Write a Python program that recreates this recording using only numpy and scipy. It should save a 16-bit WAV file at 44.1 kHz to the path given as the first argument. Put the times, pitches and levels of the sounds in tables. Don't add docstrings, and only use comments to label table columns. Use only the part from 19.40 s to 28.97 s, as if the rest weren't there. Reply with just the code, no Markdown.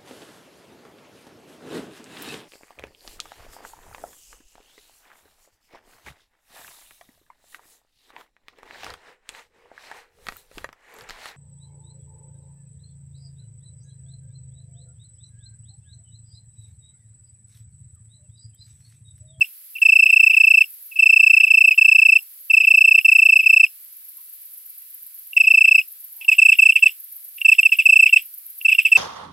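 import sys
import numpy as np
from scipy import signal
from scipy.fft import rfft, irfft, next_fast_len
from scipy.io import wavfile
from scipy.ndimage import uniform_filter1d, map_coordinates

SR = 44100
rng = np.random.default_rng(int(sys.argv[2]) if len(sys.argv) > 2 else 0)


def digitize_waveform(pressure):
    field = np.atleast_2d(pressure).T
    bounded = np.clip(field, -1, 1)
    quanta = np.round(bounded * 32767).astype(np.int16)
    wavfile.write(sys.argv[1], SR, quanta)


N = 422037
STROKE_S = .0342
CLOSER_S, CLOSER_DB = 6.6, 1.3


def amp(db):
    return 10 ** (np.asarray(db) / 20)


def unit(x):
    return x / np.sqrt(np.mean(x ** 2) + 1e-20)


def along(points, hz):
    f, v = np.transpose(points)
    return np.interp(np.log(hz + 1), np.log(f + 1), v)


def filtered(x, response):
    n = x.shape[-1]
    m = next_fast_len(n + 8192)
    spectrum = rfft(x, m) * response(np.fft.rfftfreq(m, 1 / SR))
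    return irfft(spectrum, m)[..., :n]


def noise(spectrum):
    white = rng.standard_normal((2, N))
    return unit(filtered(white, lambda hz: amp(along(spectrum, hz))))


def wobble(rate, n):
    knots = rng.standard_normal(n // 4 + 8)
    return map_coordinates(knots, [np.arange(n) * rate / SR + 2])


def add(track, s, sound):
    i = max(round(s * SR), 0)
    part = track[..., i:i + sound.shape[-1]]
    part += sound[..., :part.shape[-1]]


def gate(t, edge):
    return .5 + .5 * np.tanh(t / edge)


def beats(first, last, period):
    return np.linspace(first, last, round((last - first) / period) + 1)


# f/Hz, level/dB (relative)
CHORUS_COLOUR = [(8500, -48), (9700, -20), (10500, -6), (12000, -1), (13000, -2), (14000, -6), (15700, -10)]
# t/s, level/dB
CHORUS_SWELL = [(0.0, -47), (0.69, -44), (1.77, -46), (2.38, -44), (2.86, -46), (3.75, -43), (4.31, -46),
                (8.76, -43), (9.05, -45), (9.5, -42)]
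# f/Hz, level/dB (relative)
HISS_COLOUR = [(100, -49.5), (400, -32.5), (600, -24), (850, -13), (1500, -3.5), (2300, .5), (3300, -1),
               (4700, 2), (6400, -3.5), (8300, 3.5), (10000, -2), (15800, -6)]
# f/Hz, level/dB (rms)
WHINE_TONES = [(6388, -81), (7985, -72.5), (9582, -73), (10381, -70), (11179, -54.5), (12776, -54.5),
               (14373, -58)]


def night_floor(chorus_db=-42.1, swell_depth=.6, hiss_db=-56, whine_left_db=-20):
    t = np.arange(N) / SR
    swell_db = np.interp(t, *np.transpose(CHORUS_SWELL))
    swell_db = swell_depth * (swell_db - swell_db.mean())
    flicker_db = .3 * wobble(2, N) + .7 * wobble(40, N)
    chorus = amp(chorus_db + swell_db + flicker_db) * noise(CHORUS_COLOUR)
    hiss = amp(hiss_db) * noise(HISS_COLOUR)
    whine = sum(amp(db) * np.sqrt(2) * np.sin(2 * np.pi * hz * t) for hz, db in WHINE_TONES)
    return chorus + hiss + whine * amp([[whine_left_db], [0]])


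# first stroke t/s, last stroke t/s, level of the first stroke/dB
TRILL_BOUTS = [(.010, .010, -2), (.4181, 1.2069, -1.8), (1.5895, 2.7548, -1.6), (3.1002, 3.5784, -3.6),
               (3.6477, 4.2319, -.3), (5.9665, 6.3801, -.3), (6.882, 7.4585, -1.1), (8.049, 8.7607, -1.7),
               (9.2496, 9.5522, -4)]
SLIP_TIMES = [.028, .6672, .9018, 1.2225, 2.0115, 2.314, 2.778, 3.2075, 3.591, 3.996, 4.251, 5.980, 6.257,
              6.3855, 6.9195, 7.131, 7.366, 7.473, 8.135, 8.327, 8.392, 8.6675, 8.774, 9.2865, 9.3935,
              9.4565]
# t/s, peak level/dB (before the wing filter)
STRAY_BRUSHES = [(.384, -25), (5.932, -25), (6.848, -25.5), (7.3225, -10.5), (7.984, -32.5), (8.015, -12.5),
                 (8.23, -7.5), (8.292, -19), (8.693, -14), (9.213, -27), (9.3485, -11)]
# t/s, catch after the start t/s, skid level/dB
# A catch at .05 s is too late to sound; one at 0 grips from the start.
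LOOSE_STROKES = [(.353, .05, -25), (.691, .012, -7.5), (.932, .013, -9), (1.515, .05, -33.5),
                 (1.558, .05, -19.5), (2.033, 0, -14), (2.068, .05, -11), (3.235, .0135, -10.5),
                 (4.029, .05, -14), (6.001, 0, -14), (6.037, .05, -11), (6.276, .006, -6.5),
                 (6.81, .05, -30), (9.316, .012, -8)]
SKID_DB, SKID_LOSS_DB = -7, 14
MISS_DB, MISS_AFTER_S = -22, .033


def trill(late_slip_s=.021):
    clean = []  # t/s, level/dB
    slipping = []  # t/s, level/dB, slip after t/s, skid level/dB
    brushes = list(STRAY_BRUSHES)

    def taken(s):
        return any(abs(row[0] - s) < STROKE_S / 2 for row in [*LOOSE_STROKES, *brushes])

    for first, last, first_db in TRILL_BOUTS:
        for k, s in enumerate(beats(first, last, STROKE_S)):
            if taken(s):
                continue
            db = first_db if k == 0 else 0
            after = next((slip - s for slip in SLIP_TIMES if 0 < slip - s < STROKE_S), None)
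            if after is None:
                clean.append((s, db))
                continue
            skid_db = SKID_DB - SKID_LOSS_DB * (after / late_slip_s) ** 2
            slipping.append((s, db, after, skid_db))
            if not taken(s + STROKE_S):
                brushes.append((s + MISS_AFTER_S, MISS_DB))
    return clean, slipping, brushes


SWING, LEAD_S, ATTACK_S, RELEASE_S = .65, .0018, .0105, .0093
BITE_HZ, SAG_HZ_PER_S, BRAKE_HZ, REST_HZ = 2706, 6400, 115, 2590
REOPEN_DB, REOPEN_S, REOPEN_WIDTH_S = -35, .028, .003
SKID_RISE_S, SKID_S = .0015, .019


def stroke(s, db=0, grips=0, slips=1, skid_db=-120, rough=.11, edge_s=.0003, detune=.0022, skid_hz=28):
    t = np.arange(-SR // 250, SR // 20) / SR
    close = s > CLOSER_S
    attack = np.sin(np.pi / 2 * np.clip((t + LEAD_S) / ATTACK_S, 0, 1))
    release = np.exp(-(np.maximum(t + LEAD_S - ATTACK_S, 0) / RELEASE_S) ** 3)
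    reopen = amp(REOPEN_DB) * np.exp(-((t - REOPEN_S) / REOPEN_WIDTH_S) ** 2)
    envelope = uniform_filter1d(attack * release + reopen, size=50)
    size = SWING * amp(db + CLOSER_DB * close) * envelope

    driven_hz = BITE_HZ - SAG_HZ_PER_S * t - BRAKE_HZ * (1 - release)
    hz = driven_hz + (REST_HZ - driven_hz) * gate(t - .024, .004)
    hz = hz * (1 + detune * rng.standard_normal())
    turn = 2 * np.pi * (np.cumsum(hz) / SR + rng.random())

    catches_late = grips > .004
    grip = gate(t - grips, edge_s) if catches_late else gate(slips - t, edge_s)
    uneven = rough * np.interp(t, [0, .025], [.4, 2.2]) * (1.4 if close else .9)
    ragged = 1 + uneven * (wobble(700, len(t)) + 1j * wobble(700, len(t)))
    drift = 2 * np.pi * np.cumsum(skid_hz * wobble(150, len(t))) / SR
    jolt = rng.uniform(.7, 1.2) * np.interp(slips, [.003, .008, .02, .023], [0, 1, 1, 0])
    lost_step = drift - np.interp(grips if catches_late else slips, t, drift) - jolt
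    push = attack if catches_late else gate(t, SKID_RISE_S)
    fade = 1 / (1 + np.abs(t / SKID_S) ** 5)
    skid = amp(skid_db) * push * fade * ragged * np.exp(1j * lost_step)
    return s + t[0], (size * grip + (1 - grip) * skid) * np.exp(1j * turn)


def wings(clean, slipping, brushes, brush_hz=2750, brush_rise_s=.0019, brush_hold=1.3, brush_rough=.3):
    swing = np.zeros(N, complex)
    for s, db in clean:
        add(swing, *stroke(s, db))
    for s, db, after, skid_db in slipping:
        add(swing, *stroke(s, db, slips=after, skid_db=skid_db))
    for s, after, skid_db in LOOSE_STROKES:
        add(swing, *stroke(s, grips=after, skid_db=skid_db))
    t = np.arange(SR // 40) / SR
    tone = np.exp(2j * np.pi * brush_hz * t)
    for s, db in brushes:
        u = t / (brush_rise_s * (1 + brush_hold * amp(db)))
        rough = 1 + brush_rough * wobble(900, len(t))
        add(swing, s, amp(db) * u * np.exp(1 - u) * rough * tone)
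    return swing


def resonance(x, centre_hz, half_width_hz):
    return filtered(x, lambda hz: 1 / np.sqrt(1 + ((hz - centre_hz) / half_width_hz) ** 4))


# f/Hz, half width f/Hz, left level/dB, right level/dB, right leads by [radians], extra level when close/dB
WING_OVERTONES = [(2630, 2700, 0.5, 0.5, 0.096, -0.5), (5055, 230, -21, -25.5, 0.9, -3),
                  (7940, 380, -35.5, -22, 1.2, 2.5), (10620, 280, -48, -35, 2.3, 3.5)]
# f/Hz, level/dB (relative)
STROKE_NOISE_COLOUR = [(500, -52), (1000, -28.5), (1500, 4), (2200, 9), (3000, -2), (4000, -26),
                       (5200, 0.5), (6500, -25), (8000, -6), (9200, -18.5), (11000, 0.5), (15500, -12.5)]
# f/Hz, level/dB (relative)
BUZZ_COLOUR = [(1400, -32), (2200, -4), (3300, 0), (3900, -22), (4600, -45)]


def tree_cricket(swing, stroke_noise_db=-49.5, buzz_db=-40, close_pan_db=.67, flutter_db=1.8):
    wing_hz, wing_width_hz = 2480, 720
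    full_swing, extra_slope = .68, .08
    tone = filtered(swing.real, lambda hz: 1 / (1 + ((hz - wing_hz) / wing_width_hz) ** 6))
    tone = signal.hilbert(tone, next_fast_len(N))[:N]
    size, turn = np.abs(tone), np.angle(tone)
    close = np.arange(N) / SR > CLOSER_S
    stroke_noise = amp(stroke_noise_db) * noise(STROKE_NOISE_COLOUR)
    buzz = amp(buzz_db) * close * noise(BUZZ_COLOUR)
    song = size * (stroke_noise + buzz)
    for k, (hz, width_hz, left_db, right_db, lead, close_db) in enumerate(WING_OVERTONES, 1):
        level = size * amp(close_db * close)
        if k > 1:
            level = level * (size / full_swing) ** extra_slope * amp(flutter_db * wobble(250, N))
        left = amp(left_db) * np.cos(k * turn - lead)
        right = amp(right_db) * np.cos(k * turn)
        song += resonance(level * np.array([left, right]), hz, width_hz)
    return song * amp(close_pan_db * np.outer([-1, 1], close))


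# f/Hz, level/dB (relative)
SCRAPE_COLOUR = [(1200, -46), (1900, -21), (2400, -4), (2750, 0), (3400, -8), (4100, -29), (5300, -17),
                 (6500, -37), (8000, -19), (9300, -32), (12000, -20), (15500, -28)]


def scrape(swing, slipping, brushes, far_db=-45, close_db=-33, brush_db=-1, reopen_db=-11):
    reopen_delay_s, fade_s, brush_width_s = .011, .025, .0043
    grain_db, spread = 3, .45
    time = np.arange(N) / SR
    level = amp(reopen_db) * np.interp(time - reopen_delay_s, time, np.abs(swing))
    t = np.arange(-SR // 20, SR // 6) / SR
    scratch = 2 * gate(t, .001) * np.exp(-np.abs(t) / fade_s)
    for s, _, after, skid_db in slipping:
        add(level, s + after + t[0], amp(skid_db / 2) * scratch)
    for s, _, skid_db in LOOSE_STROKES:
        add(level, s + t[0], amp(skid_db / 2) * scratch)
    for s, db in brushes:
        add(level, s + t[0], amp(brush_db + db / 4) * np.exp(-np.abs(t) / brush_width_s))
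    mid, side = noise(SCRAPE_COLOUR)
    stereo = np.array([mid + spread * side, mid - spread * side])
    grains = unit(stereo * amp(grain_db * wobble(800, N)))
    return level * amp(np.where(time > CLOSER_S, close_db, far_db)) * grains


# f/Hz, level/dB
FOLIAGE_RESPONSE = [(2600, -35.5), (3500, -22.5), (5200, -12), (8000, -11), (12000, -9)]


def foliage(x, t60_s=.19, delay_s=.0025):
    t = np.arange(SR // 3) / SR
    tail = rng.standard_normal((2, len(t))) * amp(-60 * t / t60_s) * gate(t - delay_s, .0011)
    tail /= np.linalg.norm(tail, axis=1, keepdims=True)
    scattered = signal.fftconvolve(x, tail, axes=1)[:, :N]
    return filtered(scattered, lambda hz: amp(along(FOLIAGE_RESPONSE, hz)))


# f/Hz, level/dB (relative)
LISP_COLOUR = [(8000, -57.5), (9500, -26), (10500, -10.5), (11700, -4.5), (12700, 1.5), (13400, -2),
               (14200, -10.5), (15800, -20)]
# first pair of syllables t/s, last pair t/s, level/dB (before the overall level)
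LISP_VERSES = [(.306, .551, -36), (.688, 1.426, -36.5), (1.914, 2.274, -34), (2.426, 2.788, -35),
               (3.011, 4.096, -33), (4.406, 6.85, -34.5), (6.931, 7.178, -28), (7.36, 9.429, -31)]
PAIR_S = .122
VERSE_RISE_DB, VERSE_RISE_S = 5, .25


def bush_cricket(gap_s=.04, width_s=.007, linger_s=.018, echo=.4, level_db=-4.5, grain_db=1.5, scatter_db=1.1):
    t = np.arange(-SR // 40, SR // 10) / SR
    trail = echo * gate(t, .003) * np.exp(-np.abs(t) / linger_s)
    syllable = np.exp(-(t / width_s) ** 2) + trail
    level = np.zeros(N)
    for first, last, verse_db in LISP_VERSES:
        for s in beats(first, last, PAIR_S):
            db = verse_db - VERSE_RISE_DB * np.exp((first - s) / VERSE_RISE_S)
            for start in (s, s + gap_s):
                add(level, start + t[0], amp(db + rng.normal(0, scatter_db)) * syllable)
    grains = unit(noise(LISP_COLOUR) * amp(grain_db * wobble(900, N)))
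    return amp(level_db) * level * grains


# centre t/s, length t/s, f/Hz, level/dB
DISTANT_TONES = [(2.811, .04, 880, -83), (4.793, .04, 1055, -78), (6.86, .24, 890, -80)]


def far_tones(blur_rate=170):
    t = np.arange(N) / SR
    blur = unit(wobble(blur_rate, N) + 1j * wobble(blur_rate, N))
    tones = np.zeros(N)
    for s, length, hz, db in DISTANT_TONES:
        swell = np.exp(-(2 * (t - s) / length) ** 2)
        tones += amp(db) * swell * np.real(blur * np.exp(2j * np.pi * hz * t))
    return tones


def scene():
    clean, slipping, brushes = trill()
    swing = wings(clean, slipping, brushes)
    song = tree_cricket(swing) + scrape(swing, slipping, brushes)
    return night_floor() + song + foliage(song) + bush_cricket() + far_tones()


def record(dry, low_cut_hz=549, top_hz=15800):
    return filtered(dry, lambda hz: (hz < top_hz) / np.sqrt(1 + (low_cut_hz / (hz + 1)) ** 6))


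dry = scene()
out = record(dry)
digitize_waveform(out)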